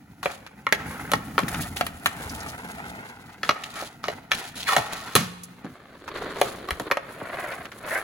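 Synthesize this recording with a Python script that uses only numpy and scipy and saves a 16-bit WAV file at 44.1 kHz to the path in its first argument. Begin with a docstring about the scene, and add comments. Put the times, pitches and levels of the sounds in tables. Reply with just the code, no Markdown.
"""A stick clacks on puck and ice as a skater crosses a backyard rink, sweeps a shot and booms it off
the boards; then a skater glides on a frozen pond, whose ice chirps when knocked. Impacts excite the
damped modes of the stick blade and the boards. Sliding friction makes the steel edges grind and hiss
over rumbling ice. Boards and woods reflect the strikes back to a pair of small microphones."""
import sys
import numpy as np
from scipy import signal
from scipy.fft import rfft, irfft, next_fast_len
from scipy.io import wavfile

SR = 44100
rng = np.random.default_rng(int(sys.argv[2]) if len(sys.argv) > 2 else 0)


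def put_to_file(sound):
    """Save the sound as 16-bit audio at rate SR, in the file named by the first command-line argument."""
    columns = np.atleast_2d(sound).T  # one column per channel
    safe = np.clip(columns, -1, 1)
    whole_steps = np.round(safe * 32767)
    wavfile.write(sys.argv[1], SR, whole_steps.astype(np.int16))


N = 354323
TIME = np.arange(N) / SR
FRICTION_ATTACK_S = 0.0044
# normal modes of the stick blade: f/Hz, level/dB
BLADE_MODES = [(520, -4), (670, -2), (840, -1.5), (1130, -2), (1300, 0.5), (1830, 1.5), (2160, -6.5),
               (2385, -3.5), (2880, -4.5), (3400, -3.5), (4100, 0)]
# spectrum of sprayed snow: f/Hz, level/dB
SNOW_SPECTRUM = [(1500, -6.5), (3900, -1.5), (5600, -6.5), (7400, -2.5), (8500, 1), (11500, -4.5),
                 (16000, -10.5)]


def clacks():
    """Impact excitation: each strike is three ever weaker contacts that rattle and ring the blade."""
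    # stick, puck and skate strikes: t/s, knock level/dB, thump/dB re knock, crack/dB re knock,
    # favoured ring f/Hz
    strikes = [(0.23, -30, -13, -7, 1275), (0.257, -21.5, 0.5, -11, 509.2),
               (0.667, -17.5, -16.5, -17, 1330), (0.7245, -12, -8.5, -6.5, 1930),
               (1.117, -25, -2.5, -0.5, 1320), (1.135, -15.5, -4, -8.5, 1170), (1.38, -14, -8, -13, 1260),
               (1.39, -22.5, -4.5, -6, 1350), (1.81, -20.5, -1.5, -7, 680), (1.866, -30.5, -12, -1, 2340),
               (2.059, -15, -15.5, -5, 1550), (3.432, -23.5, -13.5, -6, 1460),
               (3.4917, -13, -7.5, -6.5, 1470), (4.04, -27.5, -12.5, -7, 1260),
               (4.083, -27, 3.5, -3.5, 485), (4.3167, -16, -17.5, -3.5, 2430), (4.765, -15.5, -1, -5, 1070),
               (5.153, -16.5, -0.5, 3, 1190), (5.161, -15.5, -10, -1, 1180), (6.414, -20, 6.5, -2.5, 664),
               (6.687, -30, -5, -9, 1090), (6.707, -24, -8.5, -5.5, 1590), (6.798, -33.5, 3.5, -1.5, 1570),
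               (6.9126, -16.5, -7.5, -12, 1900), (6.919, -21.5, -4.5, -9, 1250),
               (6.971, -24.5, -0.5, -12.5, 706)]
    bounce_s, bounce_db, ring_db = 0.0023, -5, 1
    out, t = np.zeros((2, N)), np.arange(7000) / SR
    attack = t < 0.008
    for s, knock_db, thump_db, crack_db, ring_hz in strikes:
        chatter = amp(-22 + 6.4 * wander(per_s=386)[:len(t)]) * np.exp(-t / 0.015)
        contact = noise(len(t)) * (np.exp(-t / 0.00079) + chatter)
        lag = round(bounce_s * np.exp(0.15 * rng.standard_normal()) * SR)
        hit = 0
        for k in range(3):
            touch = unit(contact) + amp(ring_db) * unit(blade_ring(t, ring_hz, focus_db=10))
            hit = hit + amp(bounce_db * k) * np.roll(touch, k * lag, axis=1)
        # soft rubber gives the thump; the harder and nearer the crack, the more tick above it
        far = 3 < s < 4.5
        tick_db = 1.56 * crack_db - 10 * far
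        parts = [(band(hit, 144, 702), thump_db), (band(hit, 1054, 2630), 0),
                 (band(hit, 2950, 6180), crack_db), (band(hit, 5500, 14200), tick_db)]
        clack = sum(amp(knock_db + db) * part / part[:, attack].std() for part, db in parts)
        add(out, s, clack)
        if 3 < s < 5:  # out on the rink, the boards slap it back
            add(out, s + 0.0165, amp(-10.5) * clack[::-1])
    return out


def blade_ring(t, ring_hz, focus_db, t60_s=0.018):
    """Free vibration: paired modes shift with the grip; the contact point favours those near ring_hz."""
    hz, db = np.transpose(BLADE_MODES + BLADE_MODES)[:, :, None]
    favoured = np.exp(-(np.log(hz / ring_hz) / 0.2) ** 2)
    hz = hz * (1 + 0.018 * rng.standard_normal(hz.shape))
    db = db + 3.5 * rng.standard_normal(hz.shape)
    envelopes = amp(db + focus_db * favoured - 60 * t / t60_s)
    return (envelopes * np.sin(2 * np.pi * (hz * t + rng.random(hz.shape)))).sum(0)


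def shot_sweep(width_hz=450):
    """Friction drives a gliding resonance: the scraping blade's ring sinks as the shaft bends."""
    # the blade dragging the puck into the shot: t/s, level/dB, lowest ring f/Hz
    sweep = [(4.652, -48, 2800), (4.682, -24, 1650), (4.705, -27.5, 1140), (4.765, -28.5, 890),
             (4.85, -40.5, 830)]
    level_db, lowest_hz = controls(sweep)
    rub = scrape(chatter_db=3.0, chips_per_s=200, chip_db=2)
    # shift down by the ring frequency, low-pass, shift back: a moving band-pass
    carrier = np.exp(2j * np.pi * np.cumsum(lowest_hz) / SR)
    r = np.exp(-np.pi * width_hz / SR)
    sinking = (carrier * signal.lfilter([(1 - r) ** 2], [1, -2 * r, r * r], rub / carrier)).real
    modes = rubbed_blade(rub, lowest_hz, dull_db_per_octave=4.5)
    drag = amp(-5) * unit(sinking) + unit(modes) + amp(-6.5) * colour(rub, SNOW_SPECTRUM)
    return amp(level_db) * drag * (TIME > sweep[0][0]) * (TIME < sweep[-1][0])


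def boards(impact_s=5.158):
    """Damped panel modes: the shot sets the boards booming, with a brief rattle."""
    # modes of the rink boards: f/Hz, level/dB, T60/s
    modes = [(135, -31, .25), (178, -29.5, 1.05), (229, -28.5, .3)]
    out, t = np.zeros((2, N)), np.arange(SR) / SR
    boom = sum(amp(db - 60 * t / t60) * np.sin(2 * np.pi * hz * t) for hz, db, t60 in modes)
    rattle = unit(band(noise(len(t)), 490, 4200, order=1)) * amp(-21 - 60 * t / 0.31)
    add(out, impact_s, (boom + rattle) * (1 - np.exp(-t / 0.0026)))
    return out


def ice_chirps(top_hz=2380, travel_s=0.0055, decay_s=0.0083):
    """Dispersion: short bending waves outrun long ones in ice, so a knock arrives as a falling chirp."""
    # knocks on the pond's ice sheet: t/s, level/dB
    knocks = [(6.799, -18), (6.814, -27), (6.901, -20), (7.213, -19)]
    out, t = np.zeros((2, N)), np.arange(SR // 10) / SR
    hz = top_hz / (1 + t / travel_s) ** 2
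    chirp = np.sin(2 * np.pi * np.cumsum(hz) / SR) * (1 - hz / top_hz) * np.exp(-t / decay_s)
    for s, db in knocks:
        add(out, s, amp(db) * chirp[None])
    return out


def skates():
    """Sliding friction: runners grind, spray snow and rumble the ice; glide and strokes add in power."""
    # how hard and near the gliding skates bear on the ice: t/s, level/dB
    bearing = [(0.0, -52), (0.64, -48.5), (0.87, -39.5), (1.3, -39.5), (1.5, -35), (1.95, -45), (2.6, -42),
               (3.35, -48), (4.85, -48), (5.55, -51), (6.0, -53), (6.25, -43.5), (6.9, -51.5)]
    # spectrum of the rumbling ice sheet: f/Hz, level/dB
    rumble_spectrum = [(20, -34), (65, -5.5), (185, -1.5), (280, -3), (400, -20), (800, -35)]
    pond = np.clip((TIME - 5.5) / 0.5, 0, 1)  # 0 on the rink, 1 on the rougher natural ice
    bearing_db = controls(bearing)[0]
    glide_grind_db = bearing_db - 6 + 11 * pond
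    glide_hiss_db = bearing_db - 16.5 + 10 * pond
    grind_power, carve_power, hiss_power = edge_work()
    grind_db = 10 * np.log10(grind_power + amp(glide_grind_db) ** 2)
    hiss_db = 10 * np.log10(hiss_power + amp(glide_hiss_db) ** 2)
    # a carving edge avoids nearly all of the rough ice's crunch
    rough_share = pond * np.clip(1 - 0.98 * carve_power / amp(grind_db) ** 2, 0, 1)
    grind = edge_grind(grind_db, rough_share, pond)
    spray = colour(scrape(chatter_db=3.8, chips_per_s=110, chip_db=7.5), SNOW_SPECTRUM)
    rumble = colour(noise(N) * amp(2.7 * wander(per_s=25)), rumble_spectrum)
    return amp(bearing_db) * rumble + amp(grind_db) * grind + amp(hiss_db) * through_air(spray)


def edge_work(sag_db_per_s=15.5, release_db_per_s=157, upright_drop_db=13):
    """Incoherent addition: pushes and carves sum to the powers of grind, its carving part and hiss."""
    # a skate set down and shoved sideways: t/s, length/s, grind level/dB, hiss/dB re grind
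    pushes = [(0.227, 0.07, -37.5, 1.5), (1.48, 0.16, -37, -0.5), (1.759, 0.029, -35, 0),
              (3.436, 0.29, -40.5, -0.5), (3.737, 0.088, -39.5, 8), (4.028, 0.097, -40, -1),
              (4.308, 0.15, -39, 3.5), (4.552, 0.18, -48.5, 13), (6.138, 0.74, -36.5, -8.5),
              (6.387, 0.095, -41, 2)]
    # leans on an edge: deepest lean t/s, lean-in/s, lean-out/s, grind level/dB, hiss/dB re grind
    carves = [(0.87, 0.13, 0.36, -38.5, -11.5), (2.32, 0.45, 1, -40, -3.5), (2.92, 0.12, 0.25, -41, -18.5),
              (5.051, 0.43, 0.27, -42, 5), (7.51, 0.36, 0.13, -34, -16), (7.954, 0.098, 0.073, -28, -9)]
    when = TIME[::64]
    s, length_s, grind_db, push_snow_db = np.transpose(pushes)[:, :, None]
    t = np.maximum(when - s, 0)
    fall_db = sag_db_per_s * t + release_db_per_s * np.maximum(t - length_s, 0)
    push = np.minimum(t / FRICTION_ATTACK_S, 1) * amp(grind_db - fall_db)
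    s, in_s, out_s, grind_db, carve_snow_db = np.transpose(carves)[:, :, None]
    upright = np.minimum(abs(when - s) / np.where(when < s, in_s, out_s), 10)
    carve = amp(grind_db - upright_drop_db * upright ** 2)
    grind = np.vstack([push, carve])
    snow = np.vstack([push * amp(push_snow_db), carve * amp(carve_snow_db)])
    return [np.interp(TIME, when, (strokes ** 2).sum(0)) for strokes in (grind, carve, snow)]


def edge_grind(grind_db, rough_share, pond):
    """Filtered friction noise: hollow on smooth ice, crunchy on rough, a hoarse ring if pressed hard."""
    # spectra of a steel edge on rink ice and on pond ice: f/Hz, level/dB
    rink_spectrum = [(220, -28.5), (420, -4.5), (700, -0.5), (1020, -6), (1330, -3), (2200, -7),
                     (3000, -17.5), (9000, -44.5)]
    pond_spectrum = [(200, -9.5), (380, 4.5), (640, -2.5), (860, -8), (1150, -1), (2800, -15),
                     (4400, -14.5), (8000, -85)]
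    edge = scrape(chatter_db=2.6, chips_per_s=70, chip_db=6.5)
    delay_s = 0.00178 * np.exp(0.07 * wander(per_s=14) + 0.3 * pond)
    smooth = hollowed(colour(edge, rink_spectrum), delay_s, bounce_db=-4.5)
    rough = colour(edge * amp(2 * wander(per_s=110)), pond_spectrum)
    grind = np.sqrt(1 - rough_share) * smooth + np.sqrt(rough_share) * rough
    bite = 1 / (1 + np.exp(-(grind_db + 28) / 2))  # the ring takes half the power at -28 dB
    return np.sqrt(1 - bite) * grind + np.sqrt(bite) * unit(band(edge, 1410, 2270, order=2))


def scrape(chatter_db, chips_per_s, chip_db):
    """Friction noise: the edge chatters over bumps, crushes fine grains and snaps off small chips."""
    chips = (rng.random(N) < chips_per_s / SR) * rng.random(N)
    snaps = signal.lfilter([1], [1, -np.exp(-1 / (0.0008 * SR))], chips)
    grain_db = 2.5 * wander(per_s=500)
    return noise(N) * (amp(chatter_db * wander(per_s=60) + grain_db) + amp(chip_db) * snaps)


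def blade_drags(release_s=0.037, sag_db_per_s=8):
    """Frictional excitation: the blade skims the ice, ringing unevenly and easing off as it goes."""
    # skims of the blade: t/s, length/s, level/dB, lowest ring f/Hz, dulling/(dB per octave)
    drags = [(0.786, 0.34, -44, 1320, 24), (2.169, 1, -45, 754, 21), (3.73, 0.081, -40, 1300, 15),
             (4.806, 0.17, -38, 850, 8.5), (4.95, 0.18, -42, 1150, 6)]
    out = np.zeros((2, N))
    rub = noise(N) * amp(3.5 * wander(per_s=52))
    for s, length_s, db, lowest_hz, dulling in drags:
        t = np.arange(round((length_s + release_s) * SR)) / SR
        gate = np.clip(np.minimum(t / FRICTION_ATTACK_S, (t[-1] - t) / release_s), 0, 1)
        ring = rubbed_blade(rub[:, round(s * SR):][:, :len(t)], lowest_hz, dulling)
        add(out, s, gate * amp(db - sag_db_per_s * t) * unit(ring))
    return out


def rubbed_blade(rub, lowest_hz, dull_db_per_octave, held_db_per_octave=27.5, width_hz=82):
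    """Forced vibration: modes below the lowest ring are held back, those above fade by the octave."""
    out = 0
    for hz, db in BLADE_MODES:
        octaves = np.log2(hz / lowest_hz)
        dull_db = dull_db_per_octave * np.maximum(octaves, 0)
        held_db = held_db_per_octave * np.maximum(-octaves, 0)
        mode = signal.lfilter(*signal.iirpeak(hz, hz / width_hz, SR), rub)
        out = out + amp(db - dull_db - held_db) * mode
    return out


def crunches_and_taps(decay_s=0.011, band_ratio=1.28):
    """Contact noise: brief touches of stick or skate on the ice give gritty, fast-decaying bursts."""
    # short crunches, light stick taps and gritty skate scrapes: t/s, level/dB, centre f/Hz
    contacts = [(0.464, -39.5, 1490), (1.431, -37, 2000), (1.481, -29.5, 1670), (1.543, -27.5, 1480),
                (1.632, -37.5, 3400), (1.767, -30, 2970), (2.295, -36, 5400), (2.405, -38, 5400),
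                (2.485, -39, 5400), (3.292, -46, 900), (3.637, -31.5, 2810), (3.823, -31, 590),
                (4.603, -33.5, 3340), (4.626, -32, 3170), (5.434, -36.5, 8300), (5.645, -41, 700),
                (6.078, -31, 1090), (6.17, -39.5, 1500), (6.222, -33.5, 700), (6.366, -32, 550),
                (6.385, -36.5, 1006), (7.52, -36, 1600), (7.654, -37, 1530), (7.717, -38, 1560),
                (7.885, -34, 1400)]
    out, t = np.zeros((2, N)), np.arange(SR // 10) / SR
    for s, db, hz in contacts:
        grit = noise(len(t)) * amp(4 * wander(per_s=500)[:len(t)]) * np.exp(-t / decay_s)
        burst = band(grit, hz / band_ratio, hz * band_ratio, order=1)
        add(out, s, amp(db) * unit(burst) * np.sqrt(decay_s / t[-1]))
    return out


def thuds():
    """Damped pressure transients: weight on the ice and puffs of air give low bursts of noise."""
    # thuds and puffs: t/s, level/dB, f/Hz, decay time/s
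    bursts = [(1.141, -29.5, 154, 0.013), (1.431, -21, 168, 0.0063), (1.479, -44.5, 73.4, 0.53),
              (2.25, -42.5, 76, 0.25), (4.77, -33, 128, 0.028), (5.156, -25, 153, 0.054),
              (5.644, -32.5, 237, 0.02), (6.709, -32.5, 50, 0.023)]
    out, t = np.zeros((2, N)), np.arange(SR // 2) / SR
    for s, db, hz, decay_s in bursts:
        burst = band(noise(len(t)) * np.exp(-t / decay_s), hz / 1.36, hz * 1.41, order=2)
        add(out, s, amp(db) * unit(burst) * np.sqrt(decay_s / t[-1]))
    return out


def hollowed(x, delay_s, bounce_db):
    """Comb filtering: an inverted reflection with a changing path lays shifting peaks over the sound."""
    late = np.array([np.interp(TIME - delay_s, TIME, ear) for ear in x])
    return unit(x - amp(bounce_db) * late)


def through_air(x, db_per_m=1.1, from_hz=4100, full_hz=10000, neutral_m=5.6):
    """Treble attenuation with distance: the spray sparkles close by and turns dull far away."""
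    # the skater's range from the microphones: t/s, distance/m
    distance = [(0.0, 16.7), (1.0, 0.73), (2.7, 7.5), (3.4, 13), (6.3, 11.6), (7.2, 1.9)]
    hz, when, spectra = signal.stft(x, SR, nperseg=256)
    treble = np.clip((hz - from_hz) / (full_hz - from_hz), 0, 1)
    loss_db = db_per_m * np.outer(treble, np.interp(when, *np.transpose(distance)) - neutral_m)
    return signal.istft(spectra * amp(-loss_db), SR, nperseg=256)[1][:, :N]


def placed(x, top_hz=6000):
    """Interaural time difference: all but the high treble reaches the ear nearer the skater first."""
    # the skater's direction: t/s, left ear lead/ms
    direction = [(1.1, -0.078), (1.7, 0.11), (3.0, 0.24), (3.7, -0.088), (6.2, -0.0086)]
    hz, when, spectra = signal.stft(x, SR, nperseg=256)
    lead_s = np.interp(when, *np.transpose(direction)) / 1000
    taper = np.clip(2 - 2 * hz / top_hz, 0, 1)
    advance = np.exp(1j * np.pi * np.outer(hz * taper, lead_s))
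    return signal.istft(spectra * np.array([advance, advance.conj()]), SR, nperseg=256)[1][:, :N]


def echoes(x, near_db=-16.5, near_decay_s=0.014, woods_db=-22.5, woods_t60_s=1, taps_per_s=2500):
    """Reverberation: sparse early reflections from ice and boards, then a faint tail from the trees."""
    t = np.arange(SR) / SR
    taps = rng.choice([-1., 1.], (2, SR)) * (rng.random((2, SR)) < taps_per_s / SR) * (t > 0.003)
    taps = band(taps, 270, 3600, order=1)
    near = amp(near_db) * unit(taps * np.exp(-t / near_decay_s))
    woods = amp(woods_db) * unit(taps * amp(-60 * t / woods_t60_s))
    return signal.fftconvolve(x, (near + woods) / np.sqrt(SR), axes=1)[:, :N]


def noise(size):
    """Partial coherence: white noise at two ears, alike in bass and top treble, less so between."""
    # likeness of the ears: f/Hz, left-right correlation
    coherence = [(450, 0.97), (1500, 0.78), (5500, 0.048), (7500, 1)]
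    length = next_fast_len(size, True)
    left, independent = rfft(rng.standard_normal((2, length)))
    same = np.clip(at_hz(coherence, np.fft.rfftfreq(length, 1 / SR)), -1, 1)
    right = same * left + np.sqrt(1 - same ** 2) * independent
    return irfft(np.array([left, right]), length)[:, :size]


def wander(per_s):
    """Random modulation of unit RMS, interpolated between per_s values a second."""
    knots = rng.standard_normal(int(TIME[-1] * per_s) + 2)
    return unit(np.interp(TIME * per_s, np.arange(len(knots)), knots))


def colour(x, spectrum):
    """Spectral shaping, to unit RMS."""
    size = next_fast_len(N, True)
    gain = amp(at_hz(spectrum, np.fft.rfftfreq(size, 1 / SR)))
    return unit(irfft(rfft(x, size) * gain, size)[:, :N])


def band(x, lo_hz, hi_hz, order=3):
    """Band-pass filtering."""
    return signal.sosfilt(signal.butter(order, [lo_hz, hi_hz], "band", fs=SR, output="sos"), x)


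def at_hz(points, hz):
    """Interpolation along a log-frequency axis."""
    f, value = np.transpose(points)
    return np.interp(np.log(hz + 1), np.log(f), value)


def controls(rows):
    """Interpolation in time, one curve for each column."""
    s, *columns = np.transpose(rows)
    return [np.interp(TIME, s, c) for c in columns]


def add(mix, s, sound):
    """Superposition of a sound starting at s seconds."""
    part = mix[:, round(s * SR):][:, :sound.shape[1]]
    part += sound[:, :part.shape[1]]


def amp(db):
    """Level to amplitude ratio."""
    return 10 ** (np.asarray(db) / 20)


def unit(x):
    """Normalisation to unit RMS."""
    return x / np.sqrt(np.mean(x ** 2) + 1e-20)


def scene():
    """Superposition: the direct sound of strikes and skating, plus the echoes of the strikes."""
    strikes = clacks() + shot_sweep() + boards() + ice_chirps()
    direct = strikes + skates() + blade_drags() + crunches_and_taps() + thuds()
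    return placed(direct) + echoes(strikes)


def record(dry):
    """Group delay and saturation: the microphones lag the left treble, round peaks and limit the band."""
    split_hz, lag_s, ceiling, cutoff_hz = 6000, 0.0002, 0.8, 16300
    size = next_fast_len(N + 1000, True)
    above_hz = np.maximum(np.fft.rfftfreq(size, 1 / SR) - split_hz, 0)
    left = irfft(rfft(dry[0], size) * np.exp(-2j * np.pi * above_hz * lag_s), size)[:N]
    rounded = ceiling * np.tanh(np.array([left, dry[1]]) / ceiling)
    low_pass = signal.firwin(255, cutoff_hz, window=("kaiser", 8), fs=SR)
    return signal.oaconvolve(rounded, low_pass[None], "same", axes=1)


dry = scene()
out = record(dry)
put_to_file(out)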